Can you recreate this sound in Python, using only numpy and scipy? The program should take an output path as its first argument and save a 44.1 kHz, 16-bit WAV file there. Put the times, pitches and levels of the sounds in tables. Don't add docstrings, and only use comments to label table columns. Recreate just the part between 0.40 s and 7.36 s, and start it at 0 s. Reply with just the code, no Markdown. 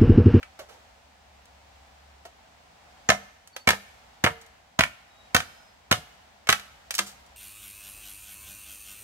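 import sys
import numpy as np
from scipy import signal
from scipy.fft import rfft, irfft
from scipy.io import wavfile
from scipy.ndimage import uniform_filter1d

SR = 44100
rng = np.random.default_rng(int(sys.argv[2]) if len(sys.argv) > 2 else 0)


def dump(signal):
    limited = np.clip(np.atleast_2d(signal).T, -1, 1)
    pcm = np.round(limited * 32767).astype(np.int16)
    wavfile.write(sys.argv[1], SR, pcm)


N = 306936
HZ = np.fft.rfftfreq(8192, 1 / SR)


def amp(db):
    return 10 ** (np.asarray(db) / 20)

def read(points, hz, column=1):
    points = np.array(points)
    return np.interp(np.log(hz + 1), np.log(points[:, 0] + 1), points[:, column])

def unit_rms(x):
    return x / np.sqrt(np.mean(x ** 2) + 1e-20)

def add(mix, s, sound):
    part = mix[..., max(round(s * SR), 0):][..., :sound.shape[-1]]
    part += sound[..., :part.shape[-1]]

def colour(x, db):
    log_gain = np.log(amp(np.r_[db, db[-2:0:-1]]))
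    taps = np.fft.ifft(np.exp(signal.hilbert(log_gain).conj())).real[:len(HZ) // 2]
    return signal.oaconvolve(x, taps[None], axes=1)[:, :x.shape[1]]

def noise_pair(size, coherence):
    common, separate = rfft(rng.standard_normal((2, size)))
    share = np.clip(read(coherence, np.fft.rfftfreq(size, 1 / SR)), 0, 1)
    return irfft([common, share * common + np.sqrt(1 - share ** 2) * separate], size)

def drift(rate_hz):
    hz = np.fft.rfftfreq(N, 1 / SR)
    return unit_rms(irfft(rfft(rng.standard_normal(N)) * np.exp(-(hz / rate_hz) ** 2), N))

# f/Hz, relative level/dB
HUSH_SPECTRUM = [(25, -29), (45, -6), (70, -3.5), (120, -14), (230, -12.5), (360, -21), (560, -12),
                 (750, -6), (1100, -14), (2200, -16.5), (4500, -22), (7800, -28), (9500, -35),
                 (15000, -38.5)]
# f/Hz, coherence (0-1)
DIFFUSE_COHERENCE = [(60, 0.94), (300, 0.53), (700, 0.05), (1500, 0.017), (8000, 0.015)]
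# t/s, level/dB
HUM_ENVELOPE = [(0, -75), (.9, -62.5), (1.8, -61.5), (2.6, -80), (4.5, -88), (6.9, -63)]
def forest(hush_db=-55.5, sway_db=1.36, hum_hz=70):
    hush = unit_rms(colour(noise_pair(N, DIFFUSE_COHERENCE), read(HUSH_SPECTRUM, HZ)))
    hum = np.sqrt(2) * np.sin(2 * np.pi * np.cumsum(hum_hz + 1.38 * drift(5.9)) / SR)
    hum_db = np.interp(np.arange(N) / SR, *np.transpose(HUM_ENVELOPE))
    return hush * amp(hush_db + sway_db * drift(1.45)) + hum * amp(hum_db + 1.5 * drift(11.4))

# f/Hz, coherence (0-1)
IMPACT_COHERENCE = [(100, 1), (1000, 0.58), (3000, 0.96), (6000, 0.48), (10000, 0), (16000, 0.3)]
def impact(db, wood_db, treble_db, note_hz, note_db, decay_s, hold_s, snap,
           rise_s=0.00067, note_width=0.079, ripple_db=2.5, size=8192):
    t = np.arange(size) / SR
    low = 1 / (1 + (HZ / 1050) ** 4)
    high = 1 - 1 / (1 + (HZ / 3700) ** 4)
    body, edge = (unit_rms(np.exp(-np.maximum(age - hold_s, 0) / decay_s) * (1 - np.exp(-age / rise_s)))
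                  for age in (t, 1.28 * t))
    fibres = noise_pair(size, IMPACT_COHERENCE)
    force = irfft(rfft(fibres * body) * (1 - high) + rfft(fibres * edge) * high, size)
    force[:, np.argmax(body)] += snap * np.sqrt(size) * np.exp(-decay_s / 0.0099)
    power = (abs(rfft(force)) ** 2).mean(0)
    force_db = 10 * np.log10(uniform_filter1d(power, size=90) / size + 1e-9)
    note = 1 / (1 + (np.log((HZ + 1) / note_hz) / note_width) ** 2)
    modes = uniform_filter1d(uniform_filter1d(rng.standard_normal(len(HZ)), size=16), size=16)
    modes = unit_rms(modes - uniform_filter1d(modes, size=70))
    tone_db = wood_db * low + treble_db * high + note_db * note + ripple_db * modes
    return amp(db) * colour(force, tone_db - force_db)

# t/s, relative level/dB, woody low-mid gain/dB, treble gain/dB
CLACKS = [(0.029, -29, -15, -13), (3.1635, -31.5, 6, 4.5), (6.071, -29.5, 1.5, 0), (6.196, -39.5, 0, 7),
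          (6.5073, -28, -3.5, 12), (6.5404, -33, -9, 12), (6.5506, -39.5, -8, 26.5), (6.581, -32, -11, 17)]
def clacks(gain_db=-9):
    out = np.zeros((2, N))
    for s, db, wood_db, treble_db in CLACKS:
        add(out, s, impact(db + gain_db, wood_db, treble_db, note_hz=2480, note_db=4,
                           decay_s=0.0036, hold_s=0.00029, snap=0.21))
    return out

# f/Hz, gain/dB
CRACK_SPECTRUM = [(40, -44), (110, -17), (200, -26.5), (370, -13), (600, -3), (950, -9), (1400, -0.5),
                  (2300, -4), (3200, -4), (4200, -7), (6500, -12), (8000, -16), (10000, -20),
                  (12000, -16.5), (15500, -27)]
# f/Hz, bandwidth/Hz, gain/dB
WALL_RESONANCES = [(738, 90, 5.5), (1290, 84, 6), (1780, 170, 3.5), (2250, 305, 3.5), (2980, 260, 3.5),
                   (4840, 120, 0), (5240, 84, -1.5), (6080, 180, 4.5), (6890, 150, 4.5), (8500, 250, 3.5)]
def bamboo_wall(impacts):
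    wall_db = sum(db / (1 + (2 * (HZ - hz) / width) ** 2) for hz, width, db in WALL_RESONANCES)
    return colour(impacts, read(CRACK_SPECTRUM, HZ) + wall_db)

# f/Hz, coherence (0-1)
FERN_COHERENCE = [(100, 0.95), (400, 0.97), (1500, 0), (4000, 0.08), (12000, 0.65)]
def crackle(blows, gain_db=-16, settle_s=0.0081, splinters_per_s=1200):
    pole = np.exp(-1 / (settle_s * SR))
    shaking = np.sqrt(signal.lfilter([1 - pole], [1, -pole], np.diff(blows[0], prepend=0) ** 2))
    impulses = unit_rms(rng.standard_normal(N) * (rng.random(N) < splinters_per_s / SR))
    snaps = impulses * shaking * amp(gain_db)
    grain = noise_pair(256, FERN_COHERENCE) * np.exp(-np.arange(256) / 30)
    grain = signal.sosfilt(signal.butter(1, [2500, 11000], "band", fs=SR, output="sos"), grain)
    return signal.oaconvolve(snaps[None], grain / np.linalg.norm(grain[0]), axes=1)[:, :N]

# f/Hz, T60/s, level/dB
FERN_ECHOES = [(99, 0.25, 0.5), (290, 0.29, -22.5), (700, 0.14, -2), (2000, 0.14, -7.5), (6100, 0.17, -6.5),
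               (14000, 0.28, -12)]
TREE_ECHOES = [(100, 0.35, -30), (400, 0.4, -16.5), (1510, 0.79, -22), (5060, 0.72, -21.5),
               (14000, 1, -24.5)]
def scatter(x, bands, coherence, rise_s, paths=3):
    out, t = np.zeros((2, N)), np.arange(SR) / SR
    stroke = np.searchsorted([s - 0.1 for s, *_ in CHOPS], np.arange(N) / SR)
    for path in range(paths):
        hz, times, spectra = signal.stft(noise_pair(SR, coherence), SR, nperseg=256)
        t60 = read(bands, hz)[:, None]
        decay = amp(read(bands, hz, column=2)[:, None] - 60 * times / t60)
        unit_energy = np.sqrt(2 * np.log(1000) / (t60 * SR))
        tail = signal.istft(spectra * decay * unit_energy, SR, nperseg=256)[1][:, :SR]
        tail *= 1 - np.exp(-t / rise_s)
        out += signal.fftconvolve(x * (stroke % paths == path), tail, axes=1)[:, :N]
    return out

# f/Hz, left minus right level/dB
BALANCE = [(120, 0), (280, 1), (420, -11), (750, 3), (1000, -16.5), (1300, 3), (1700, -3), (3000, -1),
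           (12000, -0.5)]
def from_right(x, lag_ms=0.12):
    hz = np.fft.rfftfreq(N, 1 / SR)
    tilt = amp(read(BALANCE, hz) / 2)
    delay = np.exp(-2j * np.pi * hz * lag_ms / 1000)
    return irfft(rfft(x) * np.array([tilt * delay, 1 / tilt]), N)

# t/s, relative level/dB, decay time/s
SCUFFS = [(.19, -38, 0.02), (.286, -44.5, 0.061), (1.852, -42.5, .011)]
def scuffs(gain_db=-9.5):
    out = np.zeros((2, N))
    for s, db, decay_s in SCUFFS:
        add(out, s, impact(db + gain_db, wood_db=16, treble_db=6.5, note_hz=440, note_db=4.5,
                           decay_s=decay_s, hold_s=0, snap=0, rise_s=0.075 * decay_s))
    return out

# t/s, relative level/dB, decay time/s
LEAF_TICKS = [(1.055, -61.5, 0.0027), (3.074, -52.5, 0.0027), (4.012, -54, .008), (4.062, -60.5, 0.005),
              (6.66, -41.5, 0.032), (6.863, -63, 0.0031)]
def leaves(gain_db=-9):
    out = np.zeros((2, N))
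    for s, db, decay_s in LEAF_TICKS:
        add(out, s, impact(db + gain_db, wood_db=0, treble_db=15, note_hz=7960, note_db=6.5,
                           decay_s=decay_s, hold_s=0, snap=0.38, rise_s=0.3 * decay_s))
    return out

# t/s, level/dB, woody low-mid gain/dB, treble gain/dB,
# struck spot's f/Hz, thump level/dB, favoured tube f/Hz, ring level/dB
CHOPS = [(2.6891, -10.5, 4.5, -11.5, 6650, -24, 199, -31.5), (3.273, -14, 8, 1, 2250, -22.5, 199, -32.5),
         (3.8391, -14.5, 6, 0.5, 1960, -20, 458, -31), (4.3899, -11.5, 1.5, -2.5, 1025, -20, 97, -47),
         (4.946, -11, 1.5, 2.5, 1300, -22.5, 710, -45), (5.5121, -13, 3, 2, 1316, -22, 724, -38),
         (6.089, -8.5, -3, -1.5, 1216, -29, 195, -39.5), (6.5883, -16.5, -6, 6.5, 1047, -75, 245, -37.5)]
def chops(gain_db=-8):
    out = np.zeros((2, N))
    for s, db, wood_db, treble_db, note_hz, *_ in CHOPS:
        add(out, s, impact(db + gain_db, wood_db, treble_db, note_hz, note_db=9,
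                           decay_s=0.0029, hold_s=0.005, snap=0.38))
    return out

# f/Hz, relative level/dB, T60/s
BLADE_MODES = [(4840, -13, 0.044), (5530, -12, 0.09), (6640, 4, 0.019), (6600, -31, 0.084)]
def blade(gain_db=-13, rise_s=0.00037):
    out, t = np.zeros((2, N)), np.arange(SR // 5) / SR
    for s, level_db, _, treble_db, *_ in CHOPS:
        phases = rng.random((len(BLADE_MODES), 2, 1))
        ping = sum(amp(db - 60 * t / t60) * np.sin(2 * np.pi * (hz * t + phase))
                   for (hz, db, t60), phase in zip(BLADE_MODES, phases))
        add(out, s, amp(level_db - treble_db + gain_db) * ping * (1 - np.exp(-t / rise_s)))
    return out

# f/Hz, relative level/dB, T60/s
TUBE_MODES = [(97, -18, 0.13), (199, 1, 0.32), (340.5, 4.5, 0.15), (458, -5.5, 0.43), (588, 0, 0.21),
              (724, 1.5, 0.35), (1300, -10, 0.091), (1410, 4, 0.34)]
def tube(gain_db=1, off_mode_db=-12, log_width=0.44, rise_s=0.0066):
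    out, t = np.zeros(N), np.arange(SR * 3 // 4) / SR
    for s, *_, favoured_hz, ring_db in CHOPS:
        for (hz, db, t60), phase in zip(TUBE_MODES, rng.random(len(TUBE_MODES))):
            miss = 1 - np.exp(-(np.log(hz / favoured_hz) / log_width) ** 2)
            mode_db = gain_db + ring_db + db + off_mode_db * miss
            envelope = amp(mode_db - 60 * t / t60) * (1 - np.exp(-t / rise_s))
            add(out, s, envelope * np.sin(2 * np.pi * (hz * t + phase)))
    return out

# f/Hz, relative level/dB, T60/s
EARTH_MODES = [(101, -8.5, 0.043), (162.2, 0.5, 0.026), (221, -1.5, 0.027)]
def thumps(gain_db=11, delay_s=0.0016, rise_s=0.0023, low_cut_hz=65):
    out, t = np.zeros(N), np.arange(SR // 4) / SR
    for s, *_, thump_db, _, _ in CHOPS:
        detunes = 1 + 0.047 * rng.standard_normal(len(EARTH_MODES))
        thud = sum(amp(db - 60 * t / t60) * np.sin(2 * np.pi * hz * detune * t)
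                   for (hz, db, t60), detune in zip(EARTH_MODES, detunes))
        add(out, s + delay_s, amp(thump_db + gain_db) * thud * (1 - np.exp(-t / rise_s)))
    return signal.sosfilt(signal.butter(2, low_cut_hz, "high", fs=SR, output="sos"), out)

# t/s, relative level/dB, treble gain/dB, struck spot's f/Hz
REBOUNDS = [(2.701, -7, -3, 6050), (2.718, -14.5, -21, 760), (3.289, -10.5, 3, 1930),
            (3.3053, -14, 2.5, 1800), (3.332, -19.5, -32, 700), (3.8477, -12.5, -9, 2250),
            (3.863, -12.5, -12.5, 1016), (3.871, -15.5, -19, 1800), (4.4075, -8, -7.5, 2590),
            (4.4363, -12, -9.5, 2320), (4.9643, -11.5, 0.5, 1470), (5.003, -21.5, -3.5, 1600),
            (5.525, -11.5, -0.5, 2980), (6.101, -15, 5.5, 2000), (6.1262, -9, -1, 1290)]
def rebounds(gain_db=-10, thinning_db_per_s=95):
    out = np.zeros((2, N))
    for s, db, treble_db, note_hz in REBOUNDS:
        chop_s, _, chop_wood_db, *_ = max(row for row in CHOPS if row[0] < s)
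        wood_db = chop_wood_db - 2 - thinning_db_per_s * (s - chop_s)
        add(out, s, impact(db + gain_db, wood_db, treble_db, note_hz, note_db=6,
                           decay_s=0.0022, hold_s=0.00046, snap=0.53, note_width=0.11))
    return out

# t/s, duration/s, f/Hz, level/dB
WHISTLES = [(3.11, .16, 4480, -60), (4.67, .25, 3830, -64), (5.03, .34, 5140, -66)]
def bird(flutter_db=2.5):
    out, waver = np.zeros(N), 1 + 0.004 * drift(40)
    for s, duration_s, hz, db in WHISTLES:
        size = int(duration_s * SR)
        tone = np.sin(2 * np.pi * np.cumsum(hz * waver[:size]) / SR)
        add(out, s, amp(db) * tone * signal.windows.tukey(size, 0.5))
    return out * amp(flutter_db * drift(35))

def scene():
    wood = bamboo_wall(chops() + rebounds() + clacks() + scuffs() + leaves())
    blows = wood + thumps() + crackle(wood)
    near = blows + scatter(blows, FERN_ECHOES, FERN_COHERENCE, rise_s=0.0037) + tube() + blade()
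    far = scatter(blows, TREE_ECHOES, DIFFUSE_COHERENCE, rise_s=0.0065)
    return from_right(near) + far + forest() + bird()

def record(dry, low_cut_hz=38, high_cut_hz=15900):
    rounded = dry / (1 + dry ** 6) ** (1 / 6)
    lean = signal.sosfilt(signal.butter(2, low_cut_hz, "high", fs=SR, output="sos"), rounded)
    low_pass = signal.firwin(255, high_cut_hz, window=("kaiser", 9), fs=SR)
    return signal.oaconvolve(lean, low_pass[None], "same")


dry = scene()
out = record(dry)
dump(out)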